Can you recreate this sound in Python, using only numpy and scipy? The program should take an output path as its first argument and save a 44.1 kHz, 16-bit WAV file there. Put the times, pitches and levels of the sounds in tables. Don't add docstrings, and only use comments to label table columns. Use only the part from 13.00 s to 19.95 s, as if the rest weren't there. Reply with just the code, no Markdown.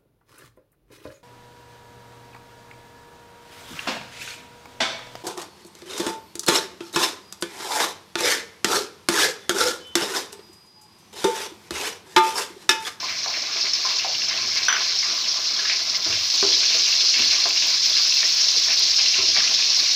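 import sys
import numpy as np
from scipy import signal
from scipy.fft import rfft, irfft, next_fast_len
from scipy.io import wavfile
from scipy.ndimage import uniform_filter1d, map_coordinates

SR = 44100
rng = np.random.default_rng(int(sys.argv[2]) if len(sys.argv) > 2 else 0)


def master(y):
    cut = np.clip(np.atleast_2d(y).T, -1, 1)
    pcm = np.round(cut * 32767)
    wavfile.write(sys.argv[1], SR, pcm.astype(np.int16))


def invert_db(level):
    return 10 ** (np.asarray(level, dtype=float) / 20)


N = 306495

# [t/s, sizzle level/dB]
FRYING_LEVEL = [(0.0, -30), (0.5, -27.5), (0.6, -24), (1.62, -24.5), (1.68, -21), (1.74, -22),
                (2.57, -24.5), (2.73, -21), (2.84, -25), (2.96, -21), (3.0, -28), (3.08, -22),
                (3.27, -22.5), (3.41, -18.5), (4.41, -18), (4.53, -21), (4.61, -18.5), (6.95, -18.5)]


def unit(x):
    return x / np.sqrt(np.mean(x ** 2) + 1e-20)


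def along(points, hz):
    f, value = np.transpose(points)
    return np.interp(np.log(hz + 1), np.log(f + 1), value)


def automation(points):
    s, db = np.transpose(points)
    return np.interp(np.arange(N) / SR, s, db)


def wobble(rate):
    knots = rng.standard_normal(int(N * rate / SR) + 4)
    return map_coordinates(knots, [np.arange(N) * rate / SR])


def filtered(x, response):
    m = next_fast_len(len(x) + 8192)
    return irfft(rfft(x, m) * response(np.fft.rfftfreq(m, 1 / SR)), m)[:len(x)]


def peak(f, hz, width_hz):
    return 1j * f * width_hz / (hz * hz - f * f + 1j * f * width_hz)


def tinted(x, spectrum):
    return unit(filtered(x, lambda f: invert_db(along(spectrum, f))))


def add(track, s, sound):
    part = track[round(s * SR):][:len(sound)]
    part += sound[:len(part)]


def pot(f):
    # [f/Hz, width/Hz, lift/dB]
    hollow = [(335, 14, 7.5), (394.7, 13.5, 10.5), (463.5, 6.3, 13), (627, 130, 5.5), (1040, 48, 9.5),
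              (1172, 9, 9), (1686, 34, 6), (2010, 30, 6), (2150, 73, 4), (2520, 92, 1), (2780, 41, 2),
              (4320, 59, -13), (5210, 390, -2)]
    return np.prod([1 + (invert_db(db) - 1) * peak(f, hz, width) for hz, width, db in hollow], axis=0)


def in_pot(x, spectrum):
    return unit(filtered(x, lambda f: invert_db(along(spectrum, f)) * pot(f)))


def walls(x, wet_db, t60):
    t = np.arange(SR // 4) / SR
    tail = unit(invert_db(-60 * t / t60) * rng.standard_normal(len(t))) / np.sqrt(len(t))
    return unit(x + invert_db(wet_db) * signal.fftconvolve(x, tail)[:N])


def dulled(blows):
    # [f/Hz, gain/dB]
    loss = [(6100, 0), (7000, -12), (8000, -28), (12000, -40)]
    return filtered(blows, lambda f: invert_db(along(loss, f)))


def backoff_db():
    fry_db = uniform_filter1d(automation(FRYING_LEVEL), SR // 2)
    return -0.21 * (fry_db - fry_db.mean())


def clicks(per_s, spread_db):
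    when, size, sign = rng.random((int(per_s * N / SR), 3)).T
    size_db = spread_db * np.minimum(-np.log(size + 1e-9), 4)
    return np.bincount((when * N).astype(int), invert_db(size_db) * np.sign(sign - 0.5), N)


def patches(x, patchy_db):
    z = signal.stft(x, nperseg=256)[2]
    field = uniform_filter1d(rng.standard_normal(z.shape), size=4, axis=0)
    field = uniform_filter1d(field, size=8, axis=1)
    return signal.istft(z * invert_db(patchy_db * unit(field)), nperseg=256)[1][:N]


def bursts(per_s, spread_db, share, patchy_db, lo_hz, hi_hz, cycles):
    m = next_fast_len(N + 8192)
    f = np.fft.rfftfreq(m, 1 / SR)
    total = 0
    for hz in np.geomspace(lo_hz, hi_hz, num=10):
        total = total + rfft(clicks(per_s / 10, spread_db), m) * peak(f, hz, hz / cycles)
    grains = unit(irfft(total, m)[:N])
    mixed = np.sqrt(share) * grains + np.sqrt(1 - share) * rng.standard_normal(N)
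    return patches(mixed, patchy_db)


def ring(modes, t, vary_db):
    total = 0
    for hz, db, t60 in modes:
        level_db = db + vary_db * rng.standard_normal()
        total = total + invert_db(level_db - 60 * t / t60) * np.sin(2 * np.pi * hz * t)
    return total


def blip(hz, width_hz, blow_t60, room_db, room_t60, crack_db):
    t = np.arange(int(SR * min(room_t60, 0.26))) / SR
    note = invert_db(-60 * t / blow_t60) * np.sin(2 * np.pi * hz * t) * (1 - np.exp(-t / 0.00024))
    noise = rng.standard_normal((2, len(t)))
    crack = unit(filtered(noise[0], lambda f: peak(f, 1.3 * hz, 1.5 * hz) ** 2))
    crack = crack * invert_db(crack_db - 60 * t / 0.025)
    echo = unit(filtered(noise[1], lambda f: peak(f, hz, width_hz) ** 2))
    echo = invert_db(room_db - 60 * t / room_t60) * echo * (1 - np.exp(-t / 0.006))
    return note / np.max(note) + crack + echo


def sizzle():
    # [f/Hz, level/dB per Hz]
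    fizz_spectrum = [(900, -42), (1500, -27), (2500, -12), (3100, -13.5), (3900, -5.5), (4280, -2.5),
                     (4550, -2.5), (5250, 1), (5800, -4), (6500, -11.5), (8000, -35.5), (9000, -37.5),
                     (11700, -50), (19800, -120)]
    # [t/s, peak level/dB, f/Hz]
    large_bubbles = [(0.2774, -6, 4470), (0.4186, -6, 5370), (0.6045, -11, 5300), (0.6524, -9, 4400),
                     (0.7344, 0, 5260), (0.9844, -2, 4730), (1.284, -3, 5330), (1.5718, -1, 5000),
                     (1.6302, -4, 4230), (1.9875, -2, 5490), (2.277, -4, 5120), (2.5351, -16, 5440),
                     (2.5626, -12, 4350), (2.9466, -17, 5340), (3.02, -13, 5200), (3.0435, -9, 4980),
                     (3.2992, -3, 5230), (3.34, -4, 4500), (3.886, -5.5, 4810), (4.301, -1, 5210),
                     (4.437, 0, 4300), (4.796, -9, 4880), (4.8204, -10, 4900), (4.917, -10, 4840),
                     (5.241, -6, 5300), (5.699, -10, 5340), (5.772, -5, 4300), (5.962, 0, 5250),
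                     (6.4178, -2, 5400), (6.695, -5, 5150)]
    # [t/s, peak level/dB, fade/s]
    clusters = [(0.0403, -13, 0.009), (0.0897, -18, 0.009), (0.181, -13, 0.009), (0.2379, -10, 0.0099),
                (0.2778, -15, 0.008), (0.3301, -18, 0.009), (0.3621, -15, 0.009), (0.4189, -13, 0.0083),
                (0.6045, -12, 0.0098), (0.6524, -12, 0.009), (0.6853, -15, 0.009), (0.7347, -17, 0.009),
                (0.832, -20, 0.009), (0.8839, -11, 0.009), (0.9592, -9, 0.009), (1.1403, -12, 0.009),
                (1.2351, -9, 0.009), (1.2845, -13, 0.009), (1.3199, -14, 0.009), (1.5145, -21, 0.009),
                (1.5723, -8, 0.0098), (1.6302, -12, 0.0081), (1.9869, -11, 0.0077), (2.1141, -18, 0.009),
                (2.1625, -18, 0.009), (2.2772, -12, 0.009), (2.4708, -9, 0.0097), (2.5621, -18, 0.009),
                (2.593, -12, 0.009), (2.6928, -16, 0.009), (2.9462, -19, 0.009), (3.0435, -8, 0.01),
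                (3.1612, -17, 0.0083), (3.2994, -7, 0.009), (3.3398, -13, 0.009), (3.8312, -10, 0.009),
                (3.8861, -10, 0.009), (4.0792, -17, 0.009), (4.3011, -9, 0.009), (4.4383, -18, 0.0082),
                (4.7651, -11, 0.0083), (4.821, -12, 0.009), (4.8574, -3, 0.009), (4.9167, -13, 0.009),
                (5.2405, -12, 0.009), (5.2744, -11, 0.009), (5.7, -15, 0.0081), (5.7718, -18, 0.009),
                (5.8327, -12, 0.009), (5.9619, -9, 0.009), (6.4183, -10, 0.009), (6.6957, -6, 0.0083),
                (6.7506, -11, 0.009)]
    bubbles = bursts(per_s=5000, spread_db=2.0, share=0.27, patchy_db=1.27, lo_hz=2800, hi_hz=7340, cycles=7.5)

    lull_db, pops, flurry = np.zeros((3, N))
    for s, db, hz in large_bubbles:
        add(lull_db, s - 600 / SR, -2.8 * np.sin(np.linspace(0, np.pi, 750)))
        pop = blip(hz, 0.3 * hz, blow_t60=0.02, room_db=-3, room_t60=0.05, crack_db=-5)
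        swell = 1 - np.exp(-np.arange(len(pop)) / (0.003 * SR))
        add(pops, s - 0.001, invert_db(db - 7) * pop * swell)
    t = np.arange(2000) / SR
    for s, db, fade_s in clusters:
        add(flurry, s, invert_db(2 * db - 24.5) * (1 - np.exp(-t / 0.003)) * np.exp(-t / fade_s))

    steady_power = invert_db(2 * (automation(FRYING_LEVEL) - 0.13 + lull_db))
    strength = np.sqrt(steady_power + flurry) * invert_db(0.66 * wobble(70) + 0.2 * wobble(13))
    singing = filtered(bubbles, lambda f: 1 + 0.5 * peak(f, 4260, 90))
    return strength * tinted(singing, fizz_spectrum) + dulled(pops)


def spray():
    # [t/s, level/dB]
    spatter = [(0.0, -58), (0.37, -60), (1.74, -58.5), (2.96, -59), (3.27, -55), (3.41, -56), (3.74, -55),
               (5.77, -54), (6.17, -56), (6.5, -56.5), (6.95, -54)]
    # [f/Hz, level/dB per Hz]
    spray_spectrum = [(4400, -30), (7500, -1.5), (8300, -9.5), (12400, -14), (13800, -19), (14300, -24),
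                      (15500, -36)]
    # [f/Hz, level/dB per Hz]
    top_lobe = [(12000, -40), (13700, -14), (14200, -1), (14650, -1), (15450, 4), (16000, -4)]
    # [t/s, peak level/dB, lower-band level/dB]
    spits = [(1.6521, -33, -12), (1.684, -31, -13), (1.727, -35, -15), (2.8883, -35, -31),
             (3.3418, -26, -19), (3.3588, -30, -17), (3.7414, -31, -20), (3.8901, -28, -25),
             (4.1909, -27, -19), (4.2318, -34, -18), (4.2537, -35, -12), (4.4184, -39, -15),
             (4.49, -24, -12), (4.8968, -26, -19), (4.9397, -33, -15), (5.0814, -29, -21),
             (5.1442, -29, -16), (5.1771, -37, -13), (5.2654, -33, -16), (5.3487, -27, -18),
             (5.5922, -32, -12), (5.662, -31, -17), (5.7349, -30, -15), (5.7957, -28, -12),
             (5.8376, -35, -13), (6.2342, -39, -11), (6.341, -40, -7), (6.4916, -28, -19),
             (6.5321, -40, -11), (6.8039, -32, -12), (6.9346, -33, -7)]
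    spatter_db = automation(spatter)
    spray_db = -52 + spatter_db - spatter_db.mean() + 0.74 * wobble(6.6)
    ticks = unit(clicks(per_s=840, spread_db=9.0))
    fine_ticks = unit(clicks(per_s=900, spread_db=8))
    hiss = rng.standard_normal((2, N))
    body = tinted(0.42 * ticks + hiss[0], spray_spectrum)
    air = tinted(0.25 * ticks + 0.4 * fine_ticks + hiss[1], top_lobe)
    out = invert_db(spray_db - 1.0 + 0.72 * wobble(40)) * body + invert_db(spray_db + 2.0 * wobble(70)) * air

    top, lower = np.zeros((2, N))
    t = np.arange(300) / SR
    for s, db, lower_db in spits:
        add(top, s, invert_db(db + 3 - 60 * t / 0.0071) * rng.standard_normal(len(t)))
        add(lower, s, invert_db(db + lower_db + 20.0 - 60 * t / 0.0047) * rng.standard_normal(len(t)))
    out += filtered(top, lambda f: invert_db(along(top_lobe, f)))
    return out + filtered(lower, lambda f: peak(f, 7400, 4700) ** 2)


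def frying(duck):
    return duck * sizzle() + spray()


def murmur():
    # [f/Hz, level/dB per Hz]
    room_spectrum = [(12, -55), (20, -13), (43, -21), (107, -2), (268, -9), (300, -1), (390, -14),
                     (660, -120)]
    level_db = -58 + backoff_db() + 3.3 * wobble(2.655)
    return invert_db(level_db) * tinted(rng.standard_normal(N), room_spectrum)


def dragging(lean):
    # [t/s, peak level/dB, fade/s, tilt toward the spoon's note/dB]
    strokes = [(0.11, -35, 0.048, 0), (0.345, -36, 0.044, -3), (0.58, -36, .05, -3), (0.66, -31, 0.029, -5),
               (0.87, -29.5, 0.059, -4), (1.16, -41, 0.023, 3), (1.22, -38, 0.023, 3),
               (1.31, -31.5, 0.13, -5), (1.57, -28.5, 0.082, 2), (1.76, -27, 0.094, -3),
               (2.59, -31, 0.12, 0), (2.71, -28, 0.028, -2), (2.96, -42, 0.044, 2), (3.14, -31.5, 0.07, 3),
               (3.62, -28.5, 0.041, -1), (3.7, -25, 0.089, 3), (3.87, -27, 0.046, 6), (4.01, -32, .05, 1),
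               (4.15, -25, 0.15, 8), (4.32, -28, 0.071, -3), (4.63, -27.5, 0.091, 0),
               (4.97, -25.5, 0.034, 3), (5.13, -32, 0.13, 14), (5.24, -30, 0.034, -1),
               (5.38, -29.5, 0.055, 0), (5.71, -26.5, 0.03, -4), (5.995, -31, .09, 6),
               (6.15, -24, 0.063, 5), (6.37, -26.5, 0.05, -7), (6.48, -31, 0.7, 6)]
    grip_s, rest_db = 0.011, -36.5
    t = np.arange(0, N + 64, 64) / SR
    s, db, fade_s, tilt_db = (column[:, None] for column in np.transpose(strokes))
    rise = np.exp(-((s - t) / grip_s) ** 2)
    fall = np.exp(-((t - s) / fade_s) ** 2)
    shape = np.where(t < s, rise, fall)
    power = invert_db(2 * rest_db - 4.6 * lean) + np.sum(invert_db(2 * db + lean * tilt_db) * shape, axis=0)
    return np.interp(np.arange(N) / SR, t, 10 * np.log10(power))


def stirring():
    # [f/Hz, level/dB per Hz]
    scrape_spectrum = [(650, -12), (1100, -13), (2050, -3), (2300, -1.5), (2700, 1.5), (3030, -4.5),
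                       (3600, 2), (4680, -30), (7920, -120)]
    # [f/Hz, level/dB per Hz]
    hum_spectrum = [(120, -37), (200, -6.5), (393, -7.5), (527, -11.5), (662, -0.5), (902, -4), (1400, 0.5),
                    (1820, -6), (3080, -120)]
    floor_db, spoon_db = dragging(lean=-1.3), dragging(lean=1)
    drag = wobble(22)
    chatter = bursts(per_s=900, spread_db=2.5, share=0.3, patchy_db=2.5, lo_hz=1160, hi_hz=3300, cycles=4.5)
    rasp = walls(in_pot(chatter, scrape_spectrum), wet_db=-3.5, t60=0.11)
    floor = unit(filtered(rasp, lambda f: 0.42 + peak(f, 1900, 1050)))
    spoon = unit(filtered(rasp, lambda f: peak(f, 2740, 470)))
    scrape = invert_db(0.23 * drag) * (invert_db(floor_db - 6.5) * floor + invert_db(spoon_db - 11.0) * spoon)

    swing_db = uniform_filter1d(floor_db - floor_db.mean(), int(0.017 * SR) + 1)
    hum_db = -43 + backoff_db() + 0.57 * swing_db + 0.68 * drag + 0.38 * wobble(15)
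    hum = in_pot(patches(rng.standard_normal(N), patchy_db=3.0), hum_spectrum)
    return scrape + invert_db(hum_db) * hum


def taps():
    # [t/s, peak level/dB, f/Hz, room level/dB]
    small_taps = [(0.029, -22, 1025, 0), (0.085, -19, 2280, 3.5), (0.17, -33, 1040, -11),
                  (0.26, -20.5, 710, -0.5), (0.339, -19.5, 2150, 3.5), (0.519, -26, 2150, -17),
                  (0.567, -16, 2310, -9), (0.765, -35, 2570, -5), (0.85, -19.5, 1040, 0.5),
                  (0.996, -13, 2660, -1), (1.046, -17.5, 740, -0.5), (1.147, -13, 2800, -7),
                  (1.219, -12.5, 2740, -12), (1.31, -17, 2080, -1), (1.376, -16, 2600, -22),
                  (1.566, -16, 2150, -3), (2.025, -17.5, 2150, 0.5), (2.03, -25.5, 1150, 0),
                  (2.1, -27, 1300, 3.5), (2.177, -27, 1130, -1),
                  (2.592, -17, 1670, -6), (2.653, -15, 1670, -4), (2.698, -11, 2400, 0.5),
                  (2.947, -16, 2150, -20), (3.126, -9.5, 2780, -6), (3.708, -24, 2750, 9),
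                  (3.925, -11, 2700, -2), (4.141, -9, 2680, -5.5), (4.222, -10, 2780, -17),
                  (4.309, -13, 2720, -7), (4.456, -20.5, 677, -4), (4.506, -12.5, 2670, -24),
                  (5.229, -11.5, 1840, -22), (5.683, -16.5, 1760, -10), (5.985, -13.5, 2770, 2.5),
                  (6.365, -14.5, 1910, -14), (6.06, -11, 2750, -3), (6.476, -9, 2760, -7),
                  (6.44, -17.5, 2010, -3)]
    # [t/s, peak level/dB, f/Hz, room level/dB]
    floor_nicks = [(2.242, -20, 3010, -8), (2.3136, -19, 3430, -8), (2.4553, -24, 2720, -8),
                   (2.5636, -21, 3300, -12), (3.031, -19, 3570, -5), (3.378, -21, 2900, -10),
                   (3.455, -24, 3250, -10), (3.5242, -12.5, 3300, -4), (3.686, -16, 3450, -6),
                   (3.7477, -20, 2720, -10), (3.7943, -20, 2710, -10), (3.8603, -21, 2800, -13),
                   (4.0053, -12.5, 3500, -7), (4.2472, -15, 3410, -14), (4.574, -14, 2830, -14),
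                   (4.6238, -18, 2590, -10), (4.9304, -13.5, 3410, -10), (5.123, -15, 2700, -12),
                   (5.1704, -18, 2660, -10), (5.254, -24, 1980, -7), (5.6351, -19, 3410, -10),
                   (5.8122, -21, 3470, -12), (6.1414, -15, 2820, -8), (6.1887, -17, 2780, -5),
                   (6.317, -16, 3430, -10), (6.5415, -11.5, 3530, -8), (6.623, -16, 2550, -8)]
    out = np.zeros(N)
    for s, db, hz, room_db in small_taps:
        tap = blip(hz, 0.5 * hz, blow_t60=0.04, room_db=room_db - 5, room_t60=0.35, crack_db=1)
        add(out, s, invert_db(db - 6) * tap)
    for s, db, hz, room_db in floor_nicks:
        nick = blip(hz, 0.25 * hz, blow_t60=0.025, room_db=room_db - 4, room_t60=0.2, crack_db=-3)
        add(out, s, invert_db(db + 0.3) * nick)
    return invert_db(-3.5) * filtered(out, lambda f: pot(f) ** 0.6)


def knocks():
    # [t/s, peak level/dB, f/Hz, edge level/dB, boom level/dB]
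    floor_knocks = [(0.559, -35.5, 348, 9, -34), (0.636, -37, 396, 9, -27), (3.062, -26, 330, 0, -12),
                    (3.101, -29.5, 384, 3, -15), (3.427, -13.5, 398.4, -3, -37),
                    (3.744, -29, 478, 3.5, -32), (4.192, -25, 240, -3, -21.5), (4.239, -41, 405, -7, -18),
                    (4.457, -29.5, 404, 10.5, -31), (5.565, -33, 467, -5, -28), (5.806, -41, 410, 9, -24),
                    (6.185, -25, 389, -5, -19), (6.225, -28, 399, 0, -20)]
    # [f/Hz, level/dB, t60/s]
    low_modes = [(240, -11, 0.12), (318, -7.5, 0.54), (394, -7.5, 0.49), (482, -15.5, 0.47)]
    # [f/Hz, level/dB, t60/s]
    upper_modes = [(658, 1.5, 0.16), (816, -7, 0.11), (1030, -9, 0.34), (1162, -9, 0.069), (1597, -8, 0.11)]
    # [f/Hz, level/dB, t60/s]
    stove_modes = [(75.4, -8.5, 0.5), (83.6, -0.5, 0.48), (92, -6, .35), (101.6, -5, 0.45), (125, -9, .25),
                   (153, -8.5, 0.31), (195, -5, 0.24)]
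    out, booms = np.zeros((2, N))
    t = np.arange(SR // 2) / SR
    soft = 1 - np.exp(-t / 0.002)
    late = 1 - np.exp(-(t / 0.02) ** 2)
    for s, db, hz, edge_db, boom_db in floor_knocks:
        thud = blip(hz, 0.5 * hz, blow_t60=0.2, room_db=-12, room_t60=0.55, crack_db=-2.5)
        edge_click = blip(1000, 1400, blow_t60=0.013, room_db=-6.5, room_t60=0.31, crack_db=2.0)
        bell = invert_db(-8.0) * ring(low_modes, t, vary_db=4.0)
        bell = bell + invert_db(edge_db - 12) * ring(upper_modes, t, vary_db=2.5)
        add(out, s, invert_db(db - 7) * thud)
        add(out, s, invert_db(db + edge_db - 8.0) * edge_click)
        add(out, s, invert_db(db) * soft * bell)
        add(booms, s, invert_db(db + boom_db + 2.5) * late * ring(stove_modes, t, vary_db=3.5))
    return filtered(out, lambda f: (1j * f / (170 + 1j * f)) ** 2) + booms


def clinks():
    # [t/s, ring level/dB, clack level/dB]
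    landings = [
        (1.6838, -9.5, -8.5),
        (1.7262, -14, -12.5),
        (1.751, -36, -24),
        (1.765, -32, -21),
    ]
    # [f/Hz, level/dB, t60/s]; close pairs beat
    steel_modes = [(3230, -16, .1), (3330, -17, .08), (4870, -7, .03), (5932, -4, .13), (5975, -8, .06),
                   (6100, -8, .02), (1604, -20, .14), (1916, -16, .05)]
    out = np.zeros(N)
    t = np.arange(SR // 4) / SR
    for s, ring_db, clack_db in landings:
        steel = ring(steel_modes, t, vary_db=0) * (1 - np.exp(-t / 0.0012))
        shimmer = blip(5940, 200, blow_t60=0.02, room_db=0, room_t60=0.16, crack_db=-30)
        rattle = blip(3100, 1100, blow_t60=0.02, room_db=-2, room_t60=0.3, crack_db=-10)
        clack = blip(1540, 1300, blow_t60=0.026, room_db=-12, room_t60=0.33, crack_db=-12)
        add(out, s, invert_db(ring_db - 0.5) * steel)
        add(out, s, invert_db(ring_db - 12) * shimmer)
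        add(out, s, invert_db(clack_db - 13) * rattle)
        add(out, s, invert_db(clack_db) * clack)
    return out


def scene():
    clang = clinks()
    duck = 1 / (1 + 17 * uniform_filter1d(np.abs(clang), size=1500))
    blows = dulled(taps() + knocks() + clang)
    return (frying(duck) + murmur() + stirring() + blows)[None]


def band_limit(x):
    return signal.sosfilt(signal.butter(12, 16850, fs=SR, output="sos"), x)


def record(dry):
    squeezed = dry[0] / (1 + np.abs(dry[0] / 0.75) ** 4) ** (1 / 4)
    mix = filtered(squeezed, lambda f: f < 15500)[None]
    return band_limit(mix)


dry = scene()
out = record(dry)
master(out)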